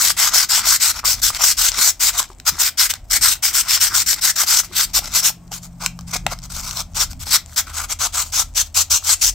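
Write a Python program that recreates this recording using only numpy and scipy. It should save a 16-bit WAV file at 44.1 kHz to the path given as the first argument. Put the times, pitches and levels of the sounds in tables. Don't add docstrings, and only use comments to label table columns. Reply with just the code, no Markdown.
import sys
import numpy as np
from scipy import signal
from scipy.fft import rfft, irfft, next_fast_len
from scipy.io import wavfile
from scipy.ndimage import uniform_filter1d

SR = 44100
rng = np.random.default_rng(int(sys.argv[2]) if len(sys.argv) > 2 else 0)


def waveform_to_disk(signal):
    frames = np.transpose(np.atleast_2d(signal))
    scaled = np.clip(frames, -1, 1) * 32767
    samples = np.round(scaled).astype(np.int16)
    wavfile.write(sys.argv[1], SR, samples)


def volts_from_decibels(level):
    exponent = np.asarray(level, float) / 20
    return 10 ** exponent


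N = 411894
TIME = np.arange(N) / SR
NEAR = np.array([[1], [0]])


def evened(x):
    return x / np.sqrt(np.mean(x ** 2) + 1e-20)


def read(points, hz):
    f, value = np.transpose(points)
    return np.interp(np.log(hz + 1), np.log(f + 1), value)


def curves(rows):
    s, *columns = np.transpose(sorted(rows))
    return [np.interp(TIME, s, c) for c in columns]


def coloured(x, points, size=4096):
    gain_db = np.maximum(read(points, abs(np.fft.fftfreq(size, 1 / SR))), -100)
    spectrum = np.exp(np.conj(signal.hilbert(np.log(volts_from_decibels(gain_db)))))
    response = np.fft.ifft(spectrum).real
    return signal.oaconvolve(x, response[None], axes=-1)[:, :N]


def resonate(x, hz, width_hz):
    turn = np.exp(2j * np.pi * np.cumsum(hz * np.ones(N)) / SR)
    r = np.exp(-np.pi * width_hz / SR)
    return 2 * (turn * signal.lfilter([1 - r], [1, -r], x / turn)).real


def filtered(x, order, hz, kind):
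    return signal.sosfilt(signal.butter(order, hz, kind, fs=SR, output="sos"), x)


def drift(hz):
    width = int(SR / hz)
    return evened(uniform_filter1d(uniform_filter1d(rng.standard_normal(N), width), width))


def swells(far_db, rows):
    power = sum(volts_from_decibels(db) ** 2 * np.exp(-((TIME - s) / half_s) ** 2) for s, half_s, db in rows)
    return np.sqrt(volts_from_decibels(far_db) ** 2 + power)


# (frequency [Hz], density [dB per Hz])
AIR_SPECTRUM = [(250, -7.5), (400, -20), (650, -3.5), (1080, -12.5), (1500, -19), (5900, -31), (8100, -17),
                (9700, -42), (11500, -42), (15300, -28), (16400, -39)]


def air():
    return volts_from_decibels(-55) * evened(coloured(rng.standard_normal((2, N)), AIR_SPECTRUM))


def tone(hz):
    height = np.sqrt(2) * volts_from_decibels(.8 * drift(hz=4))
    return height * np.sin(2 * np.pi * np.cumsum(hz * (1 + .002 * drift(hz=3))) / SR)


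# (nearest [s], half length [s], rumble [dB], boom [dB])
VEHICLES = [
    (0.0, 0.056, -48, -54),
    (2.3, 0.17, -50, -59),
    (3.017, 0.12, -50, -49),
    (5.865, 0.66, -53, -50),
    (6.47, 0.28, -38.5, -47),
    (7.08, 0.12, -37, -39.5),
    (8.488, 0.99, -49.5, -40.5),
]
# (nearest [s], upper tones [dB], lower tone [dB], fade [dB per s])
ENGINE = [
    (0.0, -51, -58, 10),
    (3.998, -59, -65, 14),
    (5.3, -53.5, -57, 10),
    (6.0, -38, -44.5, 24.5),
    (6.9, -51, -50.5, 14),
]
# (frequency [Hz], level [dB])
ENGINE_TONES = [
    (171, -1),
    (187, -11),
    (233, -18),
    (285, -26),
]
# (frequency [Hz], density [dB per Hz])
RUMBLE_SPECTRUM = [(12, -23), (20, -1), (43, -0.5), (65, -2.5), (87, -0.5), (144, -10), (171, -13.5),
                   (195, -28.5), (220, -12), (290, -17), (480, -120)]


def outdoors():
    rumble_gain = swells(-47, [(s, half_s, db) for s, half_s, db, _ in VEHICLES])
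    boom_gain = swells(-49, [(s, half_s, db) for s, half_s, _, db in VEHICLES])
    level_s = 0.19
    engine_gain = 0
    for s, upper_db, lower_db, fade in ENGINE:
        away_s = np.hypot(TIME - s, level_s) - level_s
        engine_gain = engine_gain + volts_from_decibels(np.array([[upper_db], [lower_db]]) - fade * away_s)
    upper_gain, lower_gain = engine_gain
    noise = rng.standard_normal((3, 2, N))
    deep = resonate(resonate(noise[2], 40.7, 14.0), 40.7, 14.0)
    rumble = evened(coloured(noise[0], RUMBLE_SPECTRUM, size=16384)) + volts_from_decibels(1.5) * evened(deep)
    rumble = rumble * volts_from_decibels(3.0 * drift(hz=5.0))
    boom = evened(resonate(resonate(noise[1], 77.3, 14.6), 77.3, 14.6))
    upper = sum(volts_from_decibels(db) * tone(hz) for hz, db in ENGINE_TONES)
    engine = upper_gain * upper + lower_gain * tone(124)
    return rumble_gain * rumble + boom_gain * boom + NEAR * engine


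# (frequency [Hz], t60 [s])
ROOM_T60 = [(300, 0.081), (1200, 0.18), (2500, 0.22), (6000, 0.15), (12000, 0.14)]


def room(x):
    echoes = np.zeros((2, SR // 2))
    jitter = rng.integers(0, 20, (2, (SR // 2 - 201) // 20))
    at = np.arange(200, SR // 2 - 20, 20) + jitter
    np.put_along_axis(echoes, at, rng.choice([-1., 1.], at.shape), 1)
    hz, t, z = signal.stft(echoes, SR, nperseg=256)
    decay = volts_from_decibels(-60 * t / read(ROOM_T60, hz)[:, None])
    tail = signal.istft(z * decay, SR, nperseg=256)[1]
    return signal.fftconvolve(x, tail / np.linalg.norm(tail[0]), axes=1)[:, :N]


# (frequency [Hz], likeness [0-1])
PORT_LIKENESS = [(60, .995), (140, .93), (260, .74), (600, .9), (1300, .99), (2400, .8), (4400, .65),
                 (8100, .42), (15000, .3)]
# (frequency [Hz], phase [rad])
PORT_LEAD = [(0, 0), (4500, 0), (8000, .4), (10000, 1.3), (16000, 2.2)]
# (frequency [Hz], level [dB])
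PORT_BALANCE = [(60, 0.3), (130, 0.5), (290, 1.3), (640, 3.5), (1410, 1), (3100, 2), (5800, 4), (9500, 1.8),
                (15000, 3.6)]


def ports(pair):
    size = next_fast_len(N)
    hz, (a, b) = np.fft.rfftfreq(size, 1 / SR), rfft(pair, size)
    same = np.clip(read(PORT_LIKENESS, hz), 0, 1)
    tilt = volts_from_decibels(read(PORT_BALANCE, hz) / 2)
    right = same * a * np.exp(-1j * read(PORT_LEAD, hz)) + np.sqrt(1 - same ** 2) * b
    return irfft([a * tilt, right / tilt], size)[:, :N]


# (time [s], peak [dB], frequency [Hz])
BENCH_THUMPS = [
    (1.78, -33, 380),
    (1.79, -35, 220),
    (2.3, -36, 370),
    (2.523, -27.5, 154),
    (2.906, -44, 324),
    (4.13, -42, 340),
    (4.428, -46, 356),
    (4.711, -36, 360),
    (6.259, -22, 175),
]


def thumps():
    out, t = np.zeros(N), TIME[:3000]
    for s, db, hz in BENCH_THUMPS:
        out[round(s * SR):][:3000] += volts_from_decibels(db - 60 * t / 0.072) * np.sin(2 * np.pi * hz * t)
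    return out


# (time [s], half length [s], level [dB])
FOREARM_SLIDES = [
    (0.2, 0.47, -48),
    (2.21, 0.29, -51),
    (4.292, 0.93, -48),
]


def hands():
    round_thumps = [(s, 0.024, db - 13) for s, db, _ in BENCH_THUMPS]
    gain = swells(-57, round_thumps + FOREARM_SLIDES)
    rustle = filtered(rng.standard_normal((2, N)), 3, [180, 370], "band")
    return gain * volts_from_decibels(-8.5 + 4.1 * drift(hz=26.4)) * evened(rustle)


# (time [s], peak [dB], frequency [Hz], swell [s])
CARD_PINGS = [
    (1.085, -32, 646, 0.0043),
    (5.439, -58, 1100, 0.045),
    (5.519, -33, 750, 0.0053),
    (6.16, -26, 717, 0.0068),
]


def pings():
    out, t = np.zeros((2, N)), TIME[:8820] - .1
    for (s, db, hz, swell_s), z in zip(CARD_PINGS, rng.standard_normal((len(CARD_PINGS), 2, 8820))):
        smooth = uniform_filter1d(z, int(SR * swell_s * 0.85), axis=1)
        note = evened(smooth[0] + 1) * np.sin(2 * np.pi * hz * t + evened(smooth[1]))
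        out[:, round(s * SR) - 4410:][:, :8820] += volts_from_decibels(db) * np.exp(-(t / swell_s) ** 2) * note
    return out


def plucks(rows, cycles):
    out, t = np.zeros(N), TIME[:1500]
    for s, db, hz in rows:
        out[round(s * SR):][:1500] += volts_from_decibels(db + 2.5 - 60 * t * hz / cycles) * np.sin(2 * np.pi * hz * t)
    return filtered(out, 2, 520, "high")


# (time [s], peak [dB], frequency [Hz])
GRAIN_TICKS = [(1.613, -14, 5520), (1.7185, -4, 5620), (2.2804, -33, 5380), (2.3156, -35, 8260),
               (2.3496, -35, 7310), (2.386, -31, 7870), (2.5554, -28, 6520), (5.0576, -11, 5380),
               (6.0184, -37, 4830), (6.166, -10, 6350), (6.3787, -35, 5400), (6.4014, -34, 6370),
               (6.4398, -24, 6420), (6.456, -21, 7860), (6.4964, -32, 6400), (6.5226, -13, 8020),
               (6.5524, -18, 5450), (6.5964, -12, 5590), (6.651, -18, 6120), (6.7306, -14, 6500),
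               (6.9172, -40, 8260), (6.9357, -31, 6300), (7.1097, -35, 4000), (7.1761, -40, 7880),
               (7.201, -35, 6450), (7.223, -17, 7600), (7.2687, -17, 4790), (7.2983, -14, 4600),
               (7.461, -19, 7400), (7.4974, -41, 4850), (7.9844, -47, 6300), (8.5304, -39, 6390),
               (8.5392, -29, 7330), (8.6622, -26, 5700), (8.6717, -28, 5340)]
# (time [s], peak [dB], frequency [Hz])
EDGE_KNOCKS = [(0.104, -11, 1550), (0.845, -16, 1480), (1.032, -25, 1230), (1.04, -16, 1160),
               (1.048, -14, 1150), (1.056, -20, 1260), (1.303, -13.5, 1200), (1.408, -17, 1180),
               (1.437, -18, 1500), (2.105, -21, 1500), (2.166, -22, 1350), (2.202, -13, 1150),
               (2.237, -34, 1340), (2.302, -29.5, 1130), (2.317, -36, 899), (2.496, -16, 1330),
               (2.555, -28, 1280), (2.57, -29, 1380), (2.899, -30, 1410), (2.936, -23, 1500),
               (4.602, -16, 1470), (4.635, -26, 1280), (4.714, -34, 1140), (4.794, -14, 1510),
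               (4.99, -19, 730), (5.023, -30, 795), (5.302, -23, 904), (5.99, -26, 1160), (6.266, -9, 770),
               (6.274, -24, 638), (6.323, -20.5, 670), (6.808, -27, 1150), (7.269, -27, 880),
               (7.37, -22, 1500), (7.526, -35, 1540), (7.607, -28, 1280), (8.069, -31, 1280),
               (9.026, -31, 1280)]
# (time [s], peak [dB], frequency [Hz])
CARD_FLICK = [
    (6.267, -5, 1700),
]


def releases():
    return plucks(GRAIN_TICKS, 14.0) + plucks(EDGE_KNOCKS, 14.0) + plucks(CARD_FLICK, 3.0)


# (time [s], peak [dB], low knock against it [dB])
EDGE_TAPS = [(0.3583, 0, -11), (0.6691, -11, -0.5), (1.3473, -11, -30), (1.3962, -16, -8),
             (2.2276, -11.5, -11), (2.3994, -22, -36), (2.9377, -9.5, -13), (4.1301, -5, -9.5),
             (4.4344, -11, -7), (4.7878, -15, -13), (4.9894, -13, -9), (5.4779, -39, -17),
             (5.5177, -19.5, -6), (5.644, -41, -14), (5.861, -0.5, -9), (5.99, -23, -12), (6.009, -27, -10),
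             (6.265, -6.5, 0), (6.268, -17, -3), (6.388, -24.5, -15), (6.4188, -34, -7),
             (6.7096, -12.5, -27), (7.089, -42, -12), (7.131, -23, -8)]
# (frequency [Hz], density [dB per Hz])
GRIT_SPECTRUM = [(880, -57.5), (1500, -1.5), (1740, -9), (2020, -8), (2620, -6.5), (3510, -2.5), (4640, 0),
                 (5440, 1.5), (6780, -2.5), (8280, -2.5), (9620, -20.5), (11400, -11.5), (15100, -11),
                 (15800, -15), (16300, -100)]
# (frequency [Hz], density [dB per Hz])
KNOCK_SPECTRUM = [(200, -28), (450, -20), (760, 3.5), (1250, -9), (2000, -3.5), (3300, -0.5), (5500, -9),
                  (8000, -44.5)]


def taps():
    crack, knock, t = np.zeros((2, N)), np.zeros((2, N)), TIME[:1800]
    t60_s, rise_s = 0.0094, 0.00084
    for (s, db, knock_db), z in zip(EDGE_TAPS, rng.standard_normal((len(EDGE_TAPS), 2, 1800))):
        at = round(s * SR)
        burst = volts_from_decibels(db - 60 * t / t60_s) * np.minimum(t / rise_s, 1) * z
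        crack[:, at:at + 1800] += burst
        knock[:, at:at + 1800] += volts_from_decibels(knock_db) * burst
    return volts_from_decibels(8.0) * coloured(crack, GRIT_SPECTRUM) + volts_from_decibels(15) * coloured(knock, KNOCK_SPECTRUM)


def grains(per_s, spread_db):
    size = volts_from_decibels(spread_db * np.minimum(rng.exponential(1, N), 4.2)) * (rng.random(N) < per_s / SR)
    return size * rng.choice([-1., 1.], (2, N))


def patchy(x, depth_db):
    z = signal.stft(x, nperseg=256)[2]

    def patches(frames):
        across = uniform_filter1d(rng.standard_normal(z.shape[1:]), size=4, axis=0)
        return evened(uniform_filter1d(across, size=frames, axis=1))

    gain_db = depth_db * patches(12) + 1.73 * patches(36)
    return signal.istft(z * volts_from_decibels(gain_db), nperseg=256)[1][:, :N]


# (time [s], length [s], first level [dB], last level [dB])
PUSH_STROKES = [(0.175, 0.12, -14.5, -17), (0.495, 0.11, -15.5, -16), (0.807, 0.11, -15.5, -16),
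                (1.577, 0.12, -16, -15), (2.006, 0.1, -14.5, -16), (2.177, 0.025, -17, -6.5),
                (2.461, 0.037, -16.5, -7), (2.782, 0.092, -12, -17), (2.9, 0.011, -13.5, -4.5),
                (3.108, 0.071, -15, -13.5), (3.687, 0.08, -16.5, -13), (3.938, 0.09, -17, -16),
                (4.22, 0.095, -15, -14), (4.365, 0.076, -16.5, -15.5), (4.472, 0.14, -16.5, -15),
                (4.943, 0.048, -13, -13.5)]
# (time [s], length [s], first level [dB], last level [dB])
PULL_STROKES = [(0.0, 0.12, -12.5, -17.5), (0.34, 0.11, -12.5, -18.5), (0.66, 0.11, -11.5, -18.5),
                (1.052, 0.097, -12.5, -18.5), (1.226, 0.083, -12, -19.5), (1.419, 0.11, -13.5, -16.5),
                (1.78, 0.13, -16, -15), (2.595, 0.098, -12, -18), (3.219, 0.12, -12, -18),
                (3.433, 0.079, -10, -24.5), (3.537, 0.083, -14, -15), (3.809, 0.082, -10, -20.5),
                (4.07, 0.078, -14.5, -21), (4.761, 0.095, -14, -21.5), (5.144, 0.064, -15, -18),
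                (5.236, 0.068, -12, -18)]
# (time [s], length [s], first level [dB], last level [dB])
TURN_DRAGS = [(0.305, 0.049, -28, -22), (0.6, 0.026, -27, -28), (0.628, 0.033, -29, -19),
              (0.94, 0.064, -31, -28), (1.142, 0.068, -35, -38.5), (1.298, 0.077, -46.5, -19),
              (1.388, 0.068, -21.5, -20.5), (1.714, 0.092, -28, -21), (2.111, 0.068, -42, -19.5),
              (2.198, 0.075, -24, -44.5), (2.298, 0.038, -55, -45), (2.506, 0.1, -41.5, -33.5),
              (2.922, 0.048, -45, -32.5), (3.516, 0.033, -32, -30), (3.61, 0.085, -38.5, -28),
              (3.767, 0.031, -16, -30), (3.89, 0.07, -34, -29), (4.156, 0.044, -36.5, -26.5),
              (4.665, 0.057, -53, -45), (4.727, 0.089, -33, -18), (4.875, 0.06, -43, -46),
              (5.009, 0.079, -46, -29.5), (5.09, 0.086, -42, -18), (5.21, 0.031, -33, -21),
              (5.805, 0.067, -38, -25), (6.132, 0.022, -23, -15.5), (6.161, 0.011, -18, -20.5),
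              (6.271, 0.039, -42, -45), (6.3, 0.017, -36, -35), (6.318, 0.022, -24.5, -24),
              (7.671, 0.055, -33.5, -43.5)]
# (time [s], length [s], first level [dB], last level [dB])
PAPER_BRUSHES = [(2.887, 0.025, -52, -41), (3.32, 0.05, -37, -32), (4.642, 0.03, -24, -41),
                 (5.52, 0.065, -31, -34.5), (5.622, 0.057, -38.5, -48.5), (6.075, 0.044, -41, -37.5),
                 (6.43, 0.018, -35.5, -30), (6.45, 0.012, -37, -32), (6.506, 0.022, -33, -27.5),
                 (6.535, 0.072, -35.5, -29), (6.627, 0.14, -29.5, -37), (6.755, 0.062, -30.5, -24.5),
                 (7.105, 0.022, -36.5, -36), (7.2, 0.047, -39, -32), (7.262, 0.034, -29, -24),
                 (5.04, 0.04, -37, -40), (2.27, 0.05, -56, -57), (7.45, 0.1, -57, -38.5),
                 (7.735, 0.12, -31, -28), (8.216, 0.1, -33, -50.5), (8.655, 0.03, -43, -48),
                 (9.002, 0.032, -56, -37), (9.038, 0.067, -30, -17), (9.158, 0.047, -58, -34)]
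# (time [s], length [s], first level [dB], last level [dB])
JOINT_NICKS = [(6.955, 0.038, -23.5, -23), (6.998, 0.05, -12.5, -21.5), (7.305, 0.063, -20.5, -6.5),
               (7.57, 0.043, -11.5, -17.5), (7.891, 0.039, -28.5, -18.5), (7.998, 0.077, -19, -20.5),
               (8.133, 0.1, -24, -21.5), (8.327, 0.078, -23.5, -16.5), (8.389, 0.04, -15.5, -19),
               (8.557, 0.066, -20, -13), (8.753, 0.077, -17, -18), (8.908, 0.082, -14, -24),
               (9.07, 0.074, -21, -13.5), (9.22, 0.086, -11.5, -22.5)]
RING_CLIMB = [
    0.17,
    -0.048,
    0.057,
    0.13,
    0.031,
]
# (rows, card body [dB], fizz against grit [dB], rise [s], fall [s])
CONTACTS = [(PUSH_STROKES, -12, -8.5, 0.0066, 0.004), (PULL_STROKES, -14.5, -8, 0.0075, 0.0044),
            (TURN_DRAGS, -3.5, -14.5, 0.0047, 0.0022), (PAPER_BRUSHES, -9, -9.5, 0.0055, 0.004),
            (JOINT_NICKS, -13.5, -10.5, 0.0066, 0.0039)]


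def strokes():
    power = np.ones((3, N)) * volts_from_decibels(np.array([[-66], [-72], [-72]])) ** 2
    slide = np.zeros(N)
    arch_db, bite_db, bite_s, touch_s = 0, -1.5, 0.016, 0.0087
    for (rows, body_db, fizz_db, rise_s, fall_s), climb in zip(CONTACTS, RING_CLIMB):
        split = volts_from_decibels(np.array([[0], [body_db], [fizz_db]])) ** 2
        for s, length_s, first_db, last_db in rows:
            near = slice(max(round((s - .04) * SR), 0), round((s + length_s + .06) * SR))
            t = TIME[near] - s
            along = np.clip(t / length_s, 0, 1)
            edges = 1 / (1 + np.exp(-t / rise_s)) / (1 + np.exp((t - length_s + 0.0022) / fall_s))
            edges = edges / (1 + np.exp(-(t + touch_s) / 0.0012))
            shape_db = arch_db * (np.sin(np.pi * along) - 0.7167)
            shape_db = shape_db + bite_db * np.exp(-np.maximum(t, 0) / bite_s)
            stroke = (volts_from_decibels(first_db + (last_db - first_db) * along + shape_db) * edges) ** 2
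            power[:, near] += stroke * split
            slide[near] += stroke * climb * (along - .5)
    return (*np.sqrt(power), slide / power[0])


# (time [s], edge ring [Hz], face ring [Hz], overhang [0-1], finger damping [dB])
CARD_HOLD = [(0.0, 5140, 1580, 0.2, -5.5), (0.8, 5560, 1920, 0.44, -2), (1.05, 5230, 1470, 0.37, -0.5),
             (2.2, 6080, 1560, 0.36, -2), (2.6, 5300, 1640, 0.17, -4), (4.45, 5080, 1880, 0.32, -1),
             (5.4, 5620, 1170, 0.65, 2.5), (7.0, 5300, 1170, 0.89, -1), (7.54, 5730, 1410, 0.15, -1.5),
             (7.9, 6300, 1340, 0.93, -4), (8.45, 5740, 1460, 0.92, 2.5), (9.0, 5920, 1190, 1, 8)]
# (frequency [Hz], density [dB per Hz])
CARD_SPECTRUM = [(180, -32.5), (300, -74), (455, -17.5), (677, -4), (734, -7.5), (1110, 0.5), (1510, 9),
                 (1730, 5), (2020, 6), (2600, -9.5), (3380, -48.5), (5720, -120)]


def sanding():
    rub, body, fizz, slide = strokes()
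    edge_hz, face_hz, overhang, damp_db = curves(CARD_HOLD)
    edge_hz = edge_hz * (1 + slide)
    edge_db = -16 + 15 * overhang
    face_db = -11.5 + 19.5 * overhang
    flap_db = -27.5 - 20 * overhang

    speed = np.clip((20 * np.log10(rub) + 38) / 22, 0, 1)
    per_s = 2500 + 14000 * speed
    snaps = volts_from_decibels(-31.0) * (1 - speed) * grains(150, spread_db=2.0)
    catch = grains(per_s, spread_db=0.5) / np.sqrt(per_s) + snaps
    lumps_db = (1.0 + 1.5 * (1 - speed)) * drift(hz=105) + 1.3 * drift(hz=395)

    edge_ring = evened(resonate(resonate(catch, edge_hz, 2050), edge_hz, 2020))
    grit = evened(coloured(catch, GRIT_SPECTRUM)) + volts_from_decibels(edge_db) * edge_ring
    top = filtered(grit, 4, 9300, "high")
    low = filtered(grit, 4, 9300, "low")

    flex = catch + grains(per_s, spread_db=4.5) / np.sqrt(per_s)
    card = evened(coloured(flex, CARD_SPECTRUM)) + volts_from_decibels(face_db) * evened(resonate(flex, face_hz, 850))
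    flap = resonate(resonate(flex, 568, 120), 568, 120)
    card = filtered(card + volts_from_decibels(flap_db) * evened(flap), 4, 470, "high")

    rubbed = volts_from_decibels(-2.0) * rub * evened(low)
    fizzed = volts_from_decibels(6.0 + 0.21 * damp_db) * fizz * evened(top)
    carded = volts_from_decibels(0.5 - damp_db) * body * evened(card)
    return volts_from_decibels(lumps_db) * patchy(rubbed + fizzed + carded, depth_db=1.54)


def scene():
    bench = sanding() + taps() + pings() + NEAR * releases()
    echo = volts_from_decibels(-14.0) * room(bench)
    return ports(bench + echo + NEAR * thumps() + hands() + outdoors() + air())


def roll_off(x):
    return signal.sosfilt(signal.butter(12, 16480, fs=SR, output="sos"), x)


def record(dry):
    limit = signal.firwin(511, 15850, window=("kaiser", 5), fs=SR)
    mix = signal.oaconvolve(np.clip(dry, -1, 1), limit[None], "same")
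    return roll_off(mix)


dry = scene()
out = record(dry)
waveform_to_disk(out)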